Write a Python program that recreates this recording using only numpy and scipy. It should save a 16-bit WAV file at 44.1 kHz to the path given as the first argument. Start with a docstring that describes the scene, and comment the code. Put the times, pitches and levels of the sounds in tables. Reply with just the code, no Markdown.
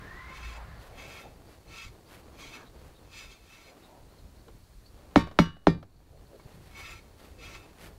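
"""A steel curry comb rakes through a cat's fur outdoors: snagging hairs make its toothed blades ring softly,
and it brushes back between strokes. Three times it is knocked on the panel under the cat to shed loose fur; the
panel thuds, the steel rings, and the camera's gain control ducks and creeps back. A soft rush of air with a low
drone and a whistle that rises and falls comes first; light wind, rustling and far birds lie underneath."""
import sys
import numpy as np
from scipy import signal
from scipy.fft import rfft, irfft, next_fast_len
from scipy.io import wavfile
from scipy.ndimage import uniform_filter1d, minimum_filter1d, map_coordinates

SR = 44100
rng = np.random.default_rng(int(sys.argv[2]) if len(sys.argv) > 2 else 0)


def transcribe(u):
    """Save the signal u as a 16-bit wav file named by the first command-line argument.

    u: samples, shape (n,) or (channels, n), limited to [-1, 1]; the rate is SR.
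    q: integer samples, one column per channel.
    """
    v = np.clip(np.atleast_2d(u).T, -1, 1)
    q = np.round(v * 32767).astype(np.int16)
    wavfile.write(sys.argv[1], SR, q)


N = 351918
TIME = np.arange(N) / SR


def amp(db):
    """Turn decibels into a gain."""
    return 10 ** (np.asarray(db) / 20)

def unit(x):
    """Scale a sound to an average (rms) size of 1."""
    return x / np.sqrt(np.mean(x ** 2) + 1e-20)

def along(points, hz):
    """Read between (frequency, value) points on a log frequency axis."""
    f, v = np.transpose(points)
    return np.interp(np.log(hz + 1), np.log(f + 1), v)

def wobble(rate):
    """A smooth random curve through `rate` points a second."""
    return map_coordinates(rng.standard_normal(int(N * rate / SR) + 4), [TIME * rate])

def swell(middle, half):
    """A bell-shaped rise and fall of gain."""
    return np.exp(-((TIME - middle) / half) ** 2)

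def filtered(x, response):
    """Scale and delay each frequency of x as `response` says."""
    size = next_fast_len(len(x) + SR // 2)
    return irfft(rfft(x, size) * response(np.fft.rfftfreq(size, 1 / SR)), size)[:len(x)]

def coloured(x, spectrum):
    """Give x the tone colour of a spectrum, at rms 1."""
    return unit(filtered(x, lambda hz: amp(along(spectrum, hz))))

def band(hz, width_hz):
    """A band of noise around a pitch, at rms 1."""
    phase = 2 * np.pi * np.cumsum(hz * np.ones(N)) / SR
    return unit(wobble(width_hz) * np.cos(phase) + wobble(width_hz) * np.sin(phase))

def impulse(spectrum, size):
    """The sharpest click that starts at time zero and has this spectrum."""
    levels_db = along(spectrum, np.fft.rfftfreq(size, 1 / SR))
    cepstrum = irfft(np.log(amp(levels_db)), size)
    cepstrum[1:size // 2] *= 2
    cepstrum[size // 2 + 1:] = 0
    return irfft(np.exp(rfft(cepstrum)), size)

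def shaped(x, spectrum):
    """Colour a hit without smearing any sound ahead of it."""
    return signal.fftconvolve(x, impulse(spectrum, len(x)))[:len(x)]

def snags(rate):
    """Hairs catch and slip: about `rate` tiny, uneven clicks a second."""
    return (rng.random(N) < rate / SR) * rng.laplace(size=N)

def ring(modes, t, scatter_db):
    """A struck object's own tones (modes), each a little random in level and falling 60 dB in t60."""
    return sum((-1) ** k * amp(db + scatter_db * rng.standard_normal() - 60 * t / t60)
               * np.sin(2 * np.pi * hz * t) for k, (hz, db, t60, *_) in enumerate(modes))

def add(track, s, sound):
    """Mix a sound in at s seconds."""
    part = track[round(s * SR):][:len(sound)]
    part += sound[:len(part)]


# Wind strength, one list before the knocks and one after: t/s, level/dB
BREEZE = [
    [(0.0, -49), (0.34, -52), (2.25, -59), (2.7, -55), (3.77, -63), (4.37, -53.5), (5.05, -59)],
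    [(6.2, -54), (6.456, -63), (6.57, -55.5), (7.002, -56.5), (7.468, -55), (7.79, -57), (7.98, -55.5)],
]
# Puffs of air: t/s, level/dB
PUFFS = [(1.86, -42), (2.28, -52), (2.86, -49), (4.29, -47.5), (4.55, -45), (6.46, -42)]
# The wind's tone colour: f/Hz, level/dB
WIND_COLOUR = [(15, -15), (35, -2.5), (65, -3.5), (100, -7), (160, -13), (300, -27.5), (800, -59.5)]

def wind(boost_db=2.0):
    """A breeze and a few short puffs rumble on the microphone."""
    breeze = amp(np.interp(TIME, *np.vstack(BREEZE).T) + boost_db + 2.2 * wobble(19))
    puffs = sum(amp(db) * swell(s, half=0.01) for s, db in PUFFS)
    return np.hypot(breeze, puffs) * coloured(rng.standard_normal(N), WIND_COLOUR)

# Rustle strength, one list before the knocks and one after: t/s, level/dB
RUSTLE_LEVELS = [
    [(0.0, -56), (0.67, -62), (1.11, -55), (1.76, -62.5), (2.43, -55.5), (3.47, -64), (3.84, -59),
     (4.77, -67), (5.05, -57.5)],
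    [(6.2, -61), (6.452, -60), (6.858, -62.5), (7.38, -58), (7.692, -58), (7.98, -60.5)],
]
# The rustle's tone colour: f/Hz, level/dB
RUSTLE_COLOUR = [(80, -22.5), (170, -3), (350, 0), (600, -4), (1000, -10), (2000, -19), (4000, -24),
                 (9000, -36.5)]

def rustle(boost_db=0.5):
    """Sleeve and fur shift, and their tiny clicks blur into a soft rustle."""
    level_db = np.interp(TIME, *np.vstack(RUSTLE_LEVELS).T) + boost_db + 1.7 * wobble(22)
    return amp(level_db) * coloured(snags(rate=5500), RUSTLE_COLOUR)

# The hiss's tone colour: f/Hz, level/dB
HISS_COLOUR = [(100, 3.5), (1500, 0), (3300, -4), (4000, -1), (4400, 1.5), (4900, -4), (7000, -4),
               (8000, -5), (12000, -6.5), (16000, -9.5)]

def hiss(level_db=-66):
    """A faint, steady hiss lies under everything."""
    return amp(level_db) * coloured(rng.standard_normal(N), HISS_COLOUR)

# The whistle in the rush of air: t/s, f/Hz, level/dB
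WHISTLE = [(0, 1600, -58), (0.129, 1860, -50), (0.35, 2200, -54.5), (0.458, 2120, -71), (0.6, 1900, -84),
           (0.75, 1720, -61), (0.86, 1600, -93)]
# The tone colour of rushing air: f/Hz, level/dB
RUSH_COLOUR = [(100, -24), (400, -28), (700, -11), (1100, -2), (2000, -4), (2600, -14), (4000, -16.5),
               (8000, -33), (15000, -41)]

def air_rush(rush_db=-52, drone_db=-45, hum_db=-56):
    """A soft rush of air swells and dies, with a low drone, a faint hum and a whistle that rises and falls."""
    s, hz, db = np.transpose(WHISTLE)
    whistle = amp(np.interp(TIME, s, db, right=-120)) * band(np.interp(TIME, s, hz), width_hz=150)
    strength = swell(middle=0.3, half=0.58)
    rush = strength * amp(rush_db) * coloured(rng.standard_normal(N), RUSH_COLOUR)
    drone = amp(drone_db) * swell(middle=0.46, half=0.25) * band(58, width_hz=8.03)
    hum = strength ** 2 * amp(hum_db) * band(1045, width_hz=40.2)
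    return whistle + drone + rush + hum

def stroke(start, length, release, attack=0.089, sag_db_per_s=6.5, fade_db=27):
    """One stroke's gain swells as the teeth sink in, eases as the fur gives way, then fades."""
    t = TIME - start
    outside = np.maximum(-t / attack, 0) + np.maximum((t - length) / release, 0)
    return amp(-fade_db * outside - sag_db_per_s * np.clip(t, 0, length))

# The steel comb's own tones: f/Hz, struck level/dB, ring time t60/s, raked level/dB
COMB_MODES = [(915, -4, 0.24, -7), (1108, -12, 0.45, 0), (1187, -11.5, 0.385, -9.5),
              (1345, -13.5, 0.3, 2.5), (1375, -9, 0.19, -8), (1510, -18, 0.11, -15.5),
              (1558, -16, 0.5, -6.5), (1730, -25, 0.18, -10), (1840, -10, 0.18, -2),
              (2084, -15.5, 0.21, -3.5), (2221, 9, 0.074, 5.5), (2390, -14, 0.34, -0.5),
              (2420, -20, 0.16, -2), (2606, -20.5, 0.27, 7.5), (2920, -19, 0.51, -12),
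              (3084, -31.5, 0.14, -6), (3270, -29, 0.26, -2.5), (3420, -20, 0.27, -11),
              (3610, -24, 0.4, -2), (3890, -21.5, 0.46, -8.5), (4180, -25.5, 0.18, -4.5),
              (4540, -26, 0.42, -9.5), (4920, -19, 0.22, -8), (4970, -44, 0.22, -10),
              (5770, -29, 0.22, -13), (5920, -45, 0.24, -9.5), (6440, -48.5, 0.62, -11),
              (7190, -49, 0.45, -12), (7600, -37.5, 0.3, -25)]
# Strokes, timed from when the teeth are fully in:
# t/s, pull length/s, ring level/dB, bite (rasp against ring)/dB, swish level/dB, release/s
STROKES = [(0.345, 0.23, -51.5, -4, -62, 0.037), (0.987, 0.23, -51, -5.5, -57, 0.13),
           (1.727, 0.12, -49.5, -3, -59.5, 0.09), (2.408, 0.16, -52.5, -2, -58, 0.13),
           (3.151, 0.098, -51.5, 0, -61, 0.24), (3.502, 0.21, -61, -1.5, -63, 0.05),
           (6.78, 0.17, -48.5, -5, -54, 0.1), (7.438, 0.11, -49, -4.5, -57.5, 0.17)]

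def raking(blades=5, width_hz=18, widening=0.0044, scrape_db=-24, grip_db=3, tangle_db=1.63):
    """Snagging hairs set the blades ringing, the fur damps them, and the blades take turns to grip."""
    pull = amp(1.2 * wobble(35))
    scrape = lambda f: amp(scrape_db) * (f / 2500) ** 2 / (1 + (f / 2500) ** 2) / (1 + (f / 7500) ** 8)
    steel = filtered(pull * snags(rate=8400), scrape)
    for blade in range(blades):
        modes = [(hz, width_hz + widening * hz, db) for hz, _, _, db in COMB_MODES[blade::blades]]
        resonance = lambda f: sum(amp(db) * 1j * f * width / (hz * hz - f * f + 1j * f * width)
                                  for hz, width, db in modes)
        grip = amp(grip_db * wobble(9))
        steel += filtered(pull * grip * snags(rate=4000), resonance)
    steel /= np.sqrt(np.abs(uniform_filter1d(steel ** 2, size=4000)))  # the blades share one pull
    low = filtered(steel, lambda f: 1 / (1 + (f / 2950) ** 16))
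    body, rasp = unit(low), unit(steel - low)
    # teeth that bite deeper rasp more brightly
    out = sum(amp(db) * stroke(s, length, release) * (body + amp(bite_db) * rasp)
              for s, length, db, bite_db, _, release in STROKES)
    return out * amp(tangle_db * wobble(25))

# The comb's back brushing the coat between strokes: middle t/s, level/dB
RETURNS = [(0.86, -58.5), (1.52, -63), (2.145, -54), (2.85, -63), (3.85, -63), (6.52, -64.5), (6.68, -61.5),
           (7.24, -55), (7.835, -51.5)]
# The tone colour of swishing hair: f/Hz, level/dB
HAIR_COLOUR = [(300, -1.5), (800, -3.5), (2000, -5), (4000, -11), (6500, -17.5), (10000, -17),
               (13000, -17.5), (16000, -25.5)]

def brushing(uneven_db=2.3):
    """Fur swishes along the steel, on the stroke and on the way back."""
    forth = sum(amp(db) * stroke(s, length, release) for s, length, _, _, db, release in STROKES)
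    back = sum(amp(db) * swell(s, half=0.058) for s, db in RETURNS)
    return (forth + back) * amp(uneven_db * wobble(40)) * coloured(snags(rate=12000), HAIR_COLOUR)

# Short rubs: middle t/s, half length/s, centre f/Hz, level/dB
SCUFFS = [(0.594, 0.062, 800, -52), (1.023, 0.36, 627, -56), (1.262, 0.017, 695, -49),
          (2.595, 0.054, 1300, -54.5), (3.702, 0.04, 597, -57), (3.955, 0.089, 745, -58.5),
          (4.49, 0.022, 479, -52.5), (6.15, 0.03, 550.5, -54.5), (6.347, 0.033, 480, -52.5),
          (7.4, 0.056, 400, -56.5)]

def scuffs():
    """Sleeve and paws rub briefly, each rub a dull, wide band of noise."""
    return sum(amp(db) * swell(s, half) * band(hz, width_hz=0.75 * hz) for s, half, hz, db in SCUFFS)

# The clearer bird chirps: t/s, f/Hz, level/dB
CHIRPS = [(.82, 4380, -61), (2.08, 4700, -61), (2.67, 3830, -63), (2.97, 3730, -59), (3.85, 3780, -59),
          (4.2, 4170, -62.5), (4.87, 4350, -64), (6.44, 4450, -67)]

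def birds(chatter_db=-73.5, chirp_s=0.054, arch=0.056, blur_db=4):
    """Small, far birds chirp up and down in pitch over faint chatter, blurred by distance."""
    out = np.zeros(N)
    progress = np.linspace(-1, 1, int(chirp_s * SR))
    chatter = rng.normal([0, 4400, chatter_db], [0, 200, 2], size=(170, 3))  # same columns as CHIRPS
    chatter[:, 0] = rng.uniform(chirp_s, N / SR - chirp_s, len(chatter))
    for s, hz, db in [*CHIRPS, *chatter]:
        pitch = hz * (1 + arch * (1 / 4 - progress ** 2) + 0.24 * rng.standard_normal(len(progress)))
        tone = np.sin(2 * np.pi * np.cumsum(pitch) / SR)
        add(out, s - chirp_s / 2, amp(db) * np.cos(progress * np.pi / 2) * tone)
    return out * unit(amp(blur_db * wobble(120)))

# Light taps of the comb: t/s, tick level/dB, ring level/dB
TAPS = [(4.482, -65.5, -88), (5.272, -52.5, -59), (5.313, -58, -70), (5.567, -62, -82.5), (5.828, -54, -75),
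        (6.397, -69.5, -66)]
# A tick's tone colour: f/Hz, level/dB
TICK_COLOUR = [(100, -2), (450, 4.5), (1000, -1), (2500, -17.5), (4500, -18.5), (8000, -35.5), (15000, -37)]

def taps(t60=0.05):
    """The comb touches lightly: a dull tick with a trace of ringing."""
    out, t = np.zeros(N), np.arange(SR // 3) / SR
    for s, tick_db, ring_db in TAPS:
        burst = rng.standard_normal(len(t)) * amp(-60 * t / t60)
        tick = unit(shaped(burst, TICK_COLOUR))
        add(out, s, amp(tick_db) * tick + amp(ring_db) * ring(COMB_MODES, t, scatter_db=1.5))
    return out

def bent(x, travel_s):
    """A wave bending through the panel spreads out: 1 kHz takes travel_s, treble less, bass more."""
    return filtered(x, lambda f: np.exp(-4j * np.pi * travel_s * np.sqrt(1000 * f)))

# How long the clatter takes to die away: f/Hz, t60/s
CLATTER_T60 = [(70, 0.35), (200, 0.33), (600, 0.1), (1500, 0.055), (4000, 0.087), (12000, 0.068)]
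# The clatter's tone colour: f/Hz, level/dB
CLATTER_COLOUR = [(40, -5), (80, 6.5), (250, 0), (700, -2), (1300, -2.5), (2600, -15), (4000, -10),
                  (5500, -18), (8000, -30), (15000, -47.5)]

def clatter(t):
    """The hit panel clatters: a burst of noise whose bass lasts longest."""
    hz, frame_s, noise = signal.stft(rng.standard_normal(len(t)), SR, nperseg=128)
    decay = amp(-60 * frame_s / along(CLATTER_T60, hz)[:, None])
    dying = signal.istft(noise * decay, SR, nperseg=128)[1][:len(t)]
    return unit(shaped(dying, CLATTER_COLOUR))

# The panel's own tones: f/Hz, level/dB, t60/s
PANEL_MODES = [(119.7, -16, 0.16), (166.4, -3.5, 0.17), (223.7, 2, 0.1), (287.6, 1.5, 0.076),
               (360, -2.5, 0.042), (389.5, -13.5, 0.078), (564, -12, 0.12), (646, -11.5, 0.065),
               (760, -20, 0.044)]
# The tone colour of the first sharp crack: f/Hz, level/dB
CRACK_COLOUR = [(60, 10), (250, 16.5), (700, 17.5), (1300, 11), (2600, -7), (4000, -6.5), (5500, -41.5),
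                (8000, -46.5), (15000, -52.5)]

def panel_hit(t, mid_db, treble_db, crack_db=-22, clatter_db=-30, thud_db=-6, echo_db=-6):
    """A knock sends a crack, a clatter and a thud through the panel as bending waves."""
    crack = amp(crack_db) * unit(impulse(CRACK_COLOUR, len(t)))
    panel = bent(crack + amp(clatter_db) * clatter(t), travel_s=0.0024)
    # the thud builds from waves that come back from the edges
    thud = amp(thud_db) * ring(PANEL_MODES, t, scatter_db=4.5) * (1 - np.exp(-t / 0.00096))
    panel += bent(thud, travel_s=0.003514)
    # the crack returns once from the far edge, duller and more spread out
    echo = filtered(crack, lambda f: 1 / (1 + 1j * f / 1100) ** 3)
    panel += amp(echo_db) * bent(echo, travel_s=0.0048)
    # each spot on the panel has its own tone colour
    return shaped(panel, [(250, 0.00098), (420, mid_db), (700, mid_db), (1300, treble_db)])

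def teeth(t, count=110, low_hz=1300, high_hz=15000, t60=0.53, db_per_octave=-4):
    """The many small teeth jangle with closely spaced tones; the higher ones die sooner."""
    pitches = low_hz * (high_hz / low_hz) ** (rng.random(count) ** 0.7)
    modes = [(hz, db_per_octave * np.log2(hz / low_hz), t60 * np.sqrt(low_hz / hz)) for hz in pitches]
    return ring(modes, t, scatter_db=3.5)

def comb_hit(t, favoured_hz, damping_db_per_s, favour_db=12, teeth_db=-24, build_s=0.019):
    """The knocked comb rings and chatters as the hand damps it; each edge favours a different tone."""
    favour = lambda hz: favour_db * np.exp(-(np.log(hz / favoured_hz) / 0.024) ** 2)
    modes = [(hz, db + favour(hz), t60) for hz, db, t60, _ in COMB_MODES]
    steel = ring(modes, t, scatter_db=4.5) + amp(teeth_db) * teeth(t)
    chatter_db = 1.3 * wobble(150)[:len(t)]
    return steel * (1 - np.exp(-t / build_s)) * amp(chatter_db - damping_db_per_s * t)

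# Knocks on the panel: t/s, level/dB, panel mid-range/dB, panel treble/dB, comb ring/dB,
# favoured comb tone f/Hz, damping by the hand/(dB/s)
KNOCKS = [(5.158, 0, -1, -1.5, 1, 1110, 85), (5.3878, 4, -3.5, 2, 1.5, 5770, 71),
          (5.6685, 6, -0.5, -6.5, -7, 4920, 108)]

def knocks(comb_db=-16.5):
    """The comb hits the panel, and both sound at once."""
    out, t = np.zeros(N), np.arange(SR // 2) / SR
    for s, db, mid_db, treble_db, ring_db, favoured_hz, damping in KNOCKS:
        panel = panel_hit(t, mid_db, treble_db)
        steel = amp(comb_db + ring_db) * comb_hit(t, favoured_hz, damping)
        add(out, s, amp(db) * (panel + steel))
    return out

def scene():
    """All the sounds add up in open air, in one channel."""
    grooming = raking() + brushing() + knocks() + taps() + scuffs()
    return (grooming + birds() + air_rush() + wind() + rustle() + hiss())[None]

def gain_control(x, ceiling_db=-4, recovery_db_per_s=18):
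    """The gain drops at once for a loud peak, then creeps back."""
    recovered_db = recovery_db_per_s * TIME
    excess_db = np.maximum(20 * np.log10(np.abs(x) + 1e-9) - ceiling_db, 0)
    cut_db = np.maximum.accumulate(excess_db + recovered_db) - recovered_db
    return x * uniform_filter1d(minimum_filter1d(amp(-cut_db), size=65), size=65)

def record(dry):
    """The camera turns down loud peaks and cuts off the highest treble."""
    return filtered(gain_control(dry[0]), lambda hz: hz < 15750)[None]


dry = scene()
out = record(dry)
transcribe(out)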